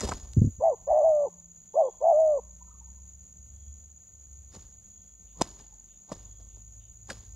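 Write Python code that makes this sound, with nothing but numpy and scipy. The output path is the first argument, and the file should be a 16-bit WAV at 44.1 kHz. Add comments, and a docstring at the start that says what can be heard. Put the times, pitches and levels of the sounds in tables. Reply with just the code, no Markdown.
"""Two doves fight on bare soil in a palm grove, close to a two-port microphone; trunks return a short, dull echo.
First come wing claps, feather rustle and gusts of wing air on the membranes, then two pairs of throbbing coos.
A far engine follows, with soft bird pips; later a far bird rasps and more claps break out, one pair very loud.
Throughout, a cricket chorus pulses, louder at the start, over a lumpy breeze and capsule hiss.
Voices are beating sines, wings and air are shaped noise, motors and crickets are wavering tones."""
import sys
import numpy as np
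from scipy import signal
from scipy.fft import rfft, irfft
from scipy.io import wavfile
from scipy.ndimage import uniform_filter1d

SR = 44100
rng = np.random.default_rng(int(sys.argv[2]) if len(sys.argv) > 2 else 0)


def wav_record(signal):
    """Record a signal, one row per channel, as 16-bit PCM in the file named by sys.argv[1]."""
    frames = np.transpose(np.atleast_2d(signal))
    bounded = np.clip(frames, -1, 1)
    # unit amplitude maps onto the largest positive 16-bit level
    quanta = np.round(bounded * 32767).astype(np.int16)
    wavfile.write(sys.argv[1], SR, quanta)


N = 324135
TIME = np.arange(N) / SR  # s


def amp(db):
    """Decibels to gain."""
    return 10 ** (np.asarray(db) / 20)


def unit(x):
    """Scaled to rms 1."""
    return x / np.sqrt(np.mean(x ** 2) + 1e-20)


def columns(rows):
    """Table columns drawn as curves over time, and a gate open along the table with soft ends."""
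    s, *values = np.transpose(rows)
    gate = np.clip(np.minimum(TIME - s[0] + .004, s[-1] + .004 - TIME) / .012, 0, 1)
    return [np.interp(TIME, s, v) for v in values] + [gate]


def at_hz(points):
    """A spectrum of (f/Hz, level/dB) points as gain on the FFT grid."""
    hz, db = np.transpose(points)
    grid_hz = np.arange(N // 2 + 1) * SR / N
    return amp(np.interp(np.log(grid_hz + 1), np.log(hz), db))


def noise(points):
    """Noise of a given colour, rms 1."""
    white = rng.standard_normal(N)
    return unit(irfft(rfft(white) * at_hz(points), N))


def drift(rate_hz):
    """Slow random wander of spread 1."""
    return noise([(rate_hz, 0), (rate_hz * 10, -40), (rate_hz * 100, -120)])


def phase_of(hz):
    """Running phase in radians of a tone whose frequency may move."""
    return 2 * np.pi * np.cumsum(hz) / SR


def resonate(x, modes):
    """Parallel resonances (f/Hz, width/Hz, level/dB) of alternating sign."""
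    out = 0
    for k, (hz, width_hz, db) in enumerate(modes):
        r = np.exp(-np.pi * width_hz / SR)
        poles = [1, -2 * r * np.cos(2 * np.pi * hz / SR), r * r]
        ringing = signal.lfilter([1 - r, 0, r - 1], poles, x + 1e-18)
        out = out + (-1) ** k * amp(db) * ringing
    return out


def bump(centre, half):
    """A bell-shaped swell; both arguments in seconds."""
    return np.exp(-.5 * ((TIME - centre) / half) ** 2)


# Dove voice close by, one table a note: [t/s, f/Hz, level/dB, roughness clipped to 0-1]
COO_NOTES = [
    [(.598, 408.6, -44.5, .8), (.612, 485.6, -32, .8), (.64, 667, -22, 0.9), (.68, 657, -21, 0.9),
     (.7, 613.3, -24.5, 0.7), (.72, 520.8, -28, .6), (.74, 462.7, -33, .7), (.754, 407.4, -53, .7)],
    [(.872, 547.7, -30.5, .9), (.885, 561.2, -28.5, 0.8), (.915, 678, -22.5, 1), (.935, 591, -22, .8),
     (.99, 635.8, -21.5, 0.8), (1.025, 566.4, -23.5, .6), (1.05, 658.7, -20, .5), (1.1, 634.6, -21, 0.3),
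     (1.13, 608.3, -22.5, .05), (1.25, 569.8, -26, 0.3), (1.287, 385.3, -40.5, .4)],
    [(1.74, 432.9, -39.5, 1.1), (1.77, 586.7, -23, .9), (1.79, 669.4, -20, .8), (1.815, 630, -20, 0.9),
     (1.835, 542.7, -25.5, 0.6), (1.86, 522.4, -26.5, 0.7), (1.885, 483.6, -33.5, 0.2),
     (1.902, 393, -42, .5)],
    [(2.008, 488, -35.5, .7), (2.045, 637, -23, 0.9), (2.1, 686.5, -19.5, 0.6), (2.125, 633.7, -21.5, .9),
     (2.14, 586, -21.5, 0.1), (2.2, 645, -20.5, .25), (2.25, 632, -22, .05), (2.32, 600.7, -23, 0.1),
     (2.375, 542.2, -27.5, 0.3), (2.4, 443.8, -38.5, 0.4)],
]
# What else differs between notes: [beat gap as share of pitch, slower beat when rough/dB,
# third harmonic peak t/s, its level/dB, its half width/s]
COO_TRAITS = [(0.18, -12.5, .665, -68, .025), (.195, -10, .93, -69, 0.065), (0.18, -13.5, 1.79, -91, 0.035),
              (0.18, -5.5, 2.23, -81.5, .07)]
# Passband of the inflated neck: [f/Hz, level/dB]
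NECK_COLOUR = [(250, -14.5), (380, -3.5), (880, 5.5), (1020, -7.5), (1180, -25.5), (1300, -41.5),
               (1500, -55)]
# Air noise in the neck: [f/Hz, relative level/dB per Hz]
BREATH_COLOUR = [(300, -25.5), (600, -5.5), (800, 0.5), (1120, -3), (1250, -32.5), (1800, -53.5)]
LADDER_DB, MIRROR_DB, OCTAVE_DB = -12, -8, -12.5  # step of upper side lines, lower side line, second harmonic
FAST_SMOOTH_DB, FAST_ROUGH_DB, SLOW_SMOOTH_DB = -23.5, -5.5, -22.5  # side lines of the two beats
SLOW_BEAT_SHARE = 0.58  # the slower beat rate, as share of the gap
BREATH_ROUGH = .09  # breath added at full roughness
BREATH_PER_DB, FULL_VOICE_DB = 0.0264, -24  # breath also grows as the voice weakens below this level
AIR_DB = -11  # gain of the air noise on the breath
SWING_LIMIT = .65  # how far the membrane flattens loud beats, 0-1


def coos():
    """A near-sine voice; a second membrane adds ladders of side lines, so the level throbs at two rates."""
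    rows = [(*row, row[1] * traits[0], traits[1])
            for note, traits in zip(COO_NOTES, COO_TRAITS) for row in note]
    pitch, level_db, rough, gap, slow_rough_db, _ = columns(rows)
    rough = np.clip(rough, 0, 1)
    weakness_db = np.clip(FULL_VOICE_DB - level_db, 0, 20)
    breath = BREATH_ROUGH * rough + BREATH_PER_DB * weakness_db

    beat = 1 + breath * (drift(80) + 1j * drift(90))
    rates = ((gap, FAST_SMOOTH_DB, FAST_ROUGH_DB),
             (SLOW_BEAT_SHARE * gap, SLOW_SMOOTH_DB, slow_rough_db))
    for hz, smooth_db, rough_db in rates:
        turn = np.exp(1j * phase_of(hz * (1 + .05 * drift(30))))
        side_db = smooth_db + rough * (rough_db - smooth_db)
        upper = turn / (1 - amp(LADDER_DB) * turn)  # an endless ladder of lines
        beat = beat + amp(side_db) * (upper + amp(MIRROR_DB) / turn)
    beat = beat / (1 + np.abs(beat) ** 2) ** (.5 * SWING_LIMIT)  # the swing saturates
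    beat = beat / np.sqrt(uniform_filter1d(np.abs(beat) ** 2, size=1000) / 2)  # even level

    air = amp(AIR_DB) * (breath + 0.025) * noise(BREATH_COLOUR) * np.abs(beat)
    shaky = np.exp(.8j * drift(60))  # the third harmonic is unsteady
    gate = sum(columns(note)[-1] for note in COO_NOTES)
    third_gain = sum(amp(db) * bump(s, half) for *_, s, db, half in COO_TRAITS)
    carrier = np.exp(1j * phase_of(pitch))
    voiced = np.real(beat * carrier + amp(OCTAVE_DB) * beat ** 2 * carrier ** 2)
    low = gate * amp(level_db) * voiced
    third = third_gain * np.real(beat * shaky * carrier ** 3)
    return irfft(rfft(low) * at_hz(NECK_COLOUR), N) + gate * (third + amp(level_db) * air)


# Wing claps close by, before a shared 0.5 dB lift:
# [t/s, thud level/dB, thud f/Hz, quill snap level/dB, length/s]
WING_CLAPS = [(.013, -30.5, 1050, -30, 0.006), (0.04, -24, 530, -35.5, 0.016),
              (0.092, -24, 810, -27.5, 0.0085), (0.121, -22, 971.6, -38, 0.0083),
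              (4.546, -51.5, 594, -49, 0.0093), (4.569, -41.5, 492.7, -55, 0.0034),
              (5.4151, -11, 800, -21.5, 0.005), (5.4208, -24.5, 990, -14, 0.0014),
              (6.099, -45, 840, -60, 0.016), (6.119, -26.5, 823, -47.5, 0.0048),
              (6.123, -28, 610, -39.5, 0.0076), (6.41, -60, 650, -73, 0.029),
              (6.571, -54.5, 622, -64, .005), (7.094, -39, 903, -44.5, 0.0062),
              (7.104, -26.5, 1620, -31.5, 0.0062), (7.108, -35.5, 522, -50, 0.013)]
# Lone quill ticks, before the same lift: [t/s, level/dB]
QUILL_TICKS = [(.008, -23), (.018, -31), (.137, -30.5), (.335, -38), (.437, -56), (0.454, -52),
               (4.528, -57.5), (4.614, -49)]
# Push of air under every thud: [f/Hz, width/Hz, level/dB]
AIR_PUSH = [(170, 260, -3)]
# Quill resonances: [f/Hz, width/Hz, level/dB]
QUILLS = [(1690, 600, -12.5), (4740, 2200, -6), (7360, 1200, -2), (10800, 1700, -19.5)]
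TICK_S, TICK_THUD_DB, TICK_HZ = 0.0016, -19.5, 1023  # length, thud against tick, thud pitch
THUD_CUT = 1.8  # soft vanes cut the thud above this multiple of its pitch


def claps():
    """Each clap is a brief burst of air noise in the hollow between the wings and in the quill resonances."""
    out = np.zeros(N)
    age = np.arange(-600, 1400) / SR
    ticks = [(s, db + TICK_THUD_DB, TICK_HZ, db, TICK_S) for s, db in QUILL_TICKS]
    for s, thud_db, hz, snap_db, length in WING_CLAPS + ticks:
        envelope = np.exp(-.5 * (age / length * 2.0) ** 2)
        burst = envelope * rng.choice([-1, 1], (2, len(age)))
        thud = resonate(burst[0], AIR_PUSH + [(hz, hz * 0.39, 0)])
        thud = signal.lfilter(*signal.butter(2, THUD_CUT * hz, fs=SR), thud)
        snap = resonate(np.convolve(burst[1], [1, 2, 1], "same"), QUILLS)
        clap = amp(thud_db) * thud / np.max(np.abs(thud))
        clap = clap + amp(snap_db) * snap / np.max(np.abs(snap))
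        at = round(s * SR) - 600 + np.arange(len(age))
        out[at[at >= 0]] += amp(0.5) * clap[at >= 0]
    return out


# Wing strokes close by, at their fastest: [t/s, swish level/dB, rustle level/dB]
WING_STROKES = [(.01, -66, -47.5), (0.041, -29.5, -40), (.075, -41, -45.5), (.125, -52.5, -51),
                (4.53, -64, -62), (4.552, -51, -54.5), (4.62, -70, -76), (5.401, -44.5, -61),
                (5.429, -50.5, -48.5), (5.48, -67, -57), (5.6, -55.5, -60.5), (6.095, -59.5, -67),
                (6.131, -44.5, -52.5), (6.41, -58.5, -71), (6.569, -64.5, -77), (7.09, -65.5, -65.5),
                (7.116, -47.5, -48.5), (7.34, -67, -85)]
# Dull brush of the vanes: [f/Hz, relative level/dB per Hz]
VANE_SWISH = [(120, 16), (250, 9), (700, 3), (1200, 0.5), (1800, -53.5)]
# Grainy feather rustle: [f/Hz, relative level/dB per Hz]
VANE_RUSTLE = [(1200, -8.5), (1700, -8), (2500, -13), (3500, -8), (5000, -6), (8500, -15), (11000, -22.5),
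               (15500, -39.5)]
STROKE_RISE_DB_PER_S, STROKE_FALL_DB_PER_S = 600, 400
TAIL_DB, TAIL_DB_PER_S = -8, 97  # the grove's echo trails slowly after each stroke


def feathers():
    """Vanes brushing: a dull swish and a grainy rustle swell with each stroke, drop, and trail off in the
    grove's echo."""
    swish = noise(VANE_SWISH) * amp(3 * drift(60))
    rustle = noise(VANE_RUSTLE) * amp(3 * drift(150))
    swish_power, rustle_power = np.zeros((2, N))
    for s, swish_db, rustle_db in WING_STROKES:
        near = slice(max(0, round((s - .2) * SR)), round((s + .6) * SR))
        age = TIME[near] - s
        tail_db = TAIL_DB - TAIL_DB_PER_S * age
        fall_db = np.maximum(-STROKE_FALL_DB_PER_S * age, tail_db)
        stroke_power = amp(np.minimum(STROKE_RISE_DB_PER_S * age, fall_db)) ** 2
        swish_power[near] += amp(swish_db) ** 2 * stroke_power
        rustle_power[near] += amp(rustle_db) ** 2 * stroke_power
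    return np.sqrt(swish_power) * swish + np.sqrt(rustle_power) * rustle


# Puffs of wing air at the microphone: [t/s, peak level/dB before softening, f/Hz]
WING_PUFFS = [(.042, -24, 61.4), (.09, -30, 76), (.133, -33.5, 44), (.225, -37, 51.4), (.281, -40, 70.5),
              (.365, -10, 145.8), (.375, -10.5, 101), (.391, -22, 96.6), (.413, -8.5, 115),
              (.438, -13, 115.7), (.453, -23.5, 171), (.465, -18.5, 101.2), (.58, -33, 71.3),
              (.809, -47.5, 40), (.9, -38, 54)]
# Breeze at the microphone: [t/s, level/dB before a 1.5 dB cut and the lumps]
BREEZE = [(0.0, -52.5), (0.49, -43.5), (0.63, -54), (1.7, -67), (2.9, -57.5), (3.66, -54.5), (4.05, -63.5),
          (4.54, -51), (5.2, -64), (5.49, -55.5), (6.1, -71), (6.3, -56.5), (7.35, -49.5)]
# Its rumble: [f/Hz, relative level/dB per Hz]
BREEZE_COLOUR = [(15, -13.5), (35, 1.5), (60, 13), (110, 4), (200, -43.5)]
PUFF_CYCLES = 6.5  # each puff dies away by 60 dB within so many cycles
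EDDY_SHARE, STRONG_PUFF_DB = 0.34, -15.5  # eddies on a strong puff; weaker puffs carry fewer


def gusts():
    """Wing air pushes the membrane in soft lumps, each with its eddies, over a lumpy breeze."""
    out = np.zeros(N)
    age = np.arange(6000) / SR
    eddies = noise([(100, -8.0), (250, -2), (500, -24.5), (800, -38)])
    for k, (s, db, hz) in enumerate(WING_PUFFS):
        start = round(s * SR)
        at = slice(start, start + len(age))
        shape = amp(-60 * age * hz / PUFF_CYCLES) * (1 - np.exp(-(age / 0.0063) ** 2))
        eddy_gain = EDDY_SHARE * amp(min(db - STRONG_PUFF_DB, 0) / 2)
        lump = np.sin(2 * np.pi * hz * age) + eddy_gain * eddies[at]
        out[at] += (-1) ** k * amp(db) * lump * shape / np.max(shape)
    soft = signal.sosfilt(signal.butter(4, 550, fs=SR, output="sos"), out)
    breeze_db = columns(BREEZE)[0] - 1.5 + 2.0 * drift(13.0)
    return soft + amp(breeze_db) * noise(BREEZE_COLOUR)


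ECHO_T60_S, ECHO_CUT_HZ = 0.6, 1300


def trunks(x):
    """Scattered echoes from the trees: a dull, dying noise response."""
    age = np.arange(SR // 2) / SR
    onset = np.clip(age / 0.033, 0, 1)
    tail = rng.standard_normal(len(age)) * amp(-60 * age / ECHO_T60_S) * onset
    tail = signal.lfilter(*signal.butter(1, ECHO_CUT_HZ, fs=SR), tail)
    return signal.fftconvolve(x, tail / np.sqrt(np.sum(tail ** 2)))[:N]


# Wing strokes in one chirp of the nearest cricket: [t/s, level/dB]
CHIRP_STROKES = [(.011, -22), (.0257, -5), (.0403, 0), (.055, 0)]
# How early its chirps run: [t/s, lead/s]
CHIRP_LEAD = [(.25, 0), (1.75, .004), (3.25, .012), (4.25, .0065), (5.75, .003)]
# Its wing tones: [f/Hz, waver/Hz, rms level/dB once the chorus has settled, blur 0-1]
WING_TONES = [(6790, 65, -58, 0), (13500, 300, -86.5, 0.5)]
CHIRP_S, STROKE_HALF_S = 1 / 17.05, .0026  # chirp period, stroke half width


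def cricket():
    """Uneven strokes, the first faint, make a chirp on a wavering wing tone; distance blurs the overtone."""
    age = (TIME + columns(CHIRP_LEAD)[0]) % CHIRP_S
    strokes = 0
    for s, db in CHIRP_STROKES:
        offset = (age - s + CHIRP_S / 2) % CHIRP_S - CHIRP_S / 2  # wraps round the chirp
        strokes = strokes + amp(db) * np.exp(-.5 * (offset / STROKE_HALF_S) ** 2)
    strokes = strokes * amp(1.5 * drift(25))
    out = 0
    for hz, waver_hz, db, blur in WING_TONES:
        tone = np.sin(phase_of(hz + waver_hz * drift(120)))
        out = out + amp(db) * unit((strokes + blur) * tone)
    return out


# Chorus and air of the grove all round: [f/Hz, relative level/dB per Hz]
GROVE_COLOUR = [(100, -13), (184, -4.5), (300, -19.5), (670, -21), (1010, -29), (1240, -28.5),
                (2150, -31.5), (3310, -32), (5410, -34.5), (6100, -17), (6770, -0.5), (7350, -14.5),
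                (7980, -30), (9500, -36.5), (16000, -40)]
GROVE_DB = -58  # once settled
CHORUS_OPENING_DB, CHORUS_OPENING_S = 6, .2  # the insects are louder at first, then settle


def diffuse():
    """All that arrives from no one place, insects and feathers; each call is a new draw."""
    insects = amp(GROVE_DB + 1.0 * drift(9.1)) * noise(GROVE_COLOUR) + cricket()
    opening = amp(CHORUS_OPENING_DB * np.exp(-TIME / CHORUS_OPENING_S))
    return opening * insects + feathers()


# Far bird pips: [onset t/s, peak level/dB, middle f/Hz]
BIRD_PIPS = [(2.61, -52.5, 976), (2.67, -66, 1275), (2.706, -59.5, 1232), (2.743, -63, 1147),
             (2.807, -58, 940), (2.873, -64.5, 928), (2.974, -68, 974), (5.352, -65, 988),
             (5.556, -63, 945), (5.593, -60, 856), (5.721, -63.5, 881)]
# Body of a far bird's rasp: [f/Hz, width/Hz, level/dB]
RASP_BODY = [(2600, 400, 6), (3000, 400, 10), (3650, 80, 15)]
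# Thin hiss near 3.3 kHz: [t/s, level/dB]
HISS_SWELLS = [(1.848, -78), (3.65, -84), (5.0, -82), (6.349, -79.5)]
PIP_S, PIP_SAG_HZ_PER_S = 0.02, 520
RASP_FIRST_S, RASP_EVERY_S, RASP_DB = 5.265, .305, -75.5  # it rasps six times
RASP_ATTACK_S, RASP_PEAK_S, RASP_HALF_S = .01, .03, .055
SWELL_HALF_S = 0.11


def far_calls():
    """Soft sagging bird pips, a rasping bird and thin swells of hiss, the last two as resonant noise."""
    out = np.zeros(N)
    waver = 1.2 * drift(40)
    for s, db, hz in BIRD_PIPS:
        middle = s + PIP_S / 2
        age = TIME - middle
        phase = 2 * np.pi * (hz - PIP_SAG_HZ_PER_S * age / 2) * age
        out += amp(db) * bump(middle, PIP_S / 3) * np.sin(phase + waver)
    rasp = 0
    for s in RASP_FIRST_S + RASP_EVERY_S * np.arange(6):
        attack = np.clip((TIME - s) / RASP_ATTACK_S, 0, 1)
        rasp = rasp + amp(RASP_DB) * attack * bump(s + RASP_PEAK_S, RASP_HALF_S)
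    swell = sum(amp(db) * bump(s, SWELL_HALF_S) for s, db in HISS_SWELLS)
    white = rng.standard_normal((2, N))
    out += rasp * unit(resonate(white[0], RASP_BODY))
    return out + swell * unit(resonate(white[1], [(3330, 84, 0)]))


# Engine on a distant road, one table a gear: [t/s, firing f/Hz, level/dB before a 4 dB lift]
ENGINE_GEARS = [
    [(1.9, 43.77, -67.5), (2.42, 56.48, -53.5), (3.06, 65.2, -51), (3.28, 66.15, -57.5), (3.71, 69.95, -47),
     (4.05, 71, -67.5), (4.35, 67.2, -50.5), (4.95, 55.62, -65.5), (5.35, 53.43, -54), (6.0, 43.7, -62)],
    [(6.12, 49.5, -52), (6.53, 50.94, -51), (7.05, 55.76, -59), (7.35, 52.5, -53.5)],
]
# Second order in each gear: [level/dB before a 9.5 dB lift]
SECOND_ORDER = [-85.5, -66]
# A far motor hum: [t/s, f/Hz, level/dB before a 0.5 dB cut and the wander]
MOTOR_HUM = [(.6, 169, -60), (1.04, 172.9, -66.5), (1.37, 170, -56), (2, 176.3, -73), (2.42, 177.4, -62.5),
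             (3.4, 175.1, -65.5), (3.9, 186, -74), (5.3, 188.1, -79)]


def motors():
    """Low wavering tones from a distance: an engine's firing rate with its octave, and a hum."""
    out = np.zeros(N)
    for gear, octave_db in zip(ENGINE_GEARS, SECOND_ORDER):
        hz, db, gate = columns(gear)
        phase = phase_of(hz * (1 + 0.0041 * drift(15)))
        firing = amp(db + 4.0) * np.sin(phase)
        out += gate * (firing + amp(octave_db + 9.5) * np.sin(2 * phase))
    hz, db, gate = columns(MOTOR_HUM)
    hum = np.sin(phase_of(hz * (1 + 0.035 * drift(2.7))))
    return out + gate * amp(db - 0.5 + 0.96 * drift(12)) * hum


# Trunks return the coo's upper part better: [f/Hz, level/dB]
COO_ECHO_COLOUR = [(400, -8), (620, -16), (800, -4), (1050, 9), (1400, 16)]
# Stereo width, the bass narrowed: [f/Hz, side level/dB before the two side gains]
PORT_WIDTH = [(60, -63), (110, -51), (200, -45), (380, -29.5), (700, -24.5), (1290, -20.5), (2380, -23.5),
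              (4400, -7), (8120, -3.5), (15000, 6)]
COO_ECHO_DB, CLAP_ECHO_DB, FAR_ECHO_DB = -35, -39, -14  # sent to the trunks


def scene():
    """Side is the mid a quarter turn late, as from spaced ports, right first, plus a new diffuse draw."""
    voice, wings, far = coos(), claps(), far_calls()
    echoed = amp(COO_ECHO_DB) * irfft(rfft(voice) * at_hz(COO_ECHO_COLOUR), N)
    echoed = echoed + amp(CLAP_ECHO_DB) * wings + amp(FAR_ECHO_DB) * far
    mid = voice + wings + far + trunks(echoed) + gusts() + motors() + diffuse()
    side_spectrum = amp(-8) * rfft(diffuse()) - amp(-3.0) * 1j * rfft(mid)
    side = irfft(side_spectrum * at_hz(PORT_WIDTH), N)
    return np.array([mid + side, mid - side])


# Hiss of each capsule: [f/Hz, relative level/dB per Hz]
CAPSULE_HISS = [(3000, -30.5), (8000, -8), (12000, -1), (16000, 1)]
CAPSULE_HISS_DB, BASS_CUT_HZ, TOP_CUT_HZ = -82.5, 26, 15750  # hiss before the cuts


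def record(dry):
    """The microphone: separate hiss in each capsule, a bass cut and a steep top cut."""
    hiss = amp(CAPSULE_HISS_DB) * np.array([noise(CAPSULE_HISS), noise(CAPSULE_HISS)])
    bass_cut = signal.butter(2, BASS_CUT_HZ, "high", fs=SR, output="sos")
    top_cut = signal.ellip(12, .5, 70, TOP_CUT_HZ, fs=SR, output="sos")
    return signal.sosfilt(top_cut, signal.sosfilt(bass_cut, dry + hiss))


dry = scene()
out = record(dry)
wav_record(out)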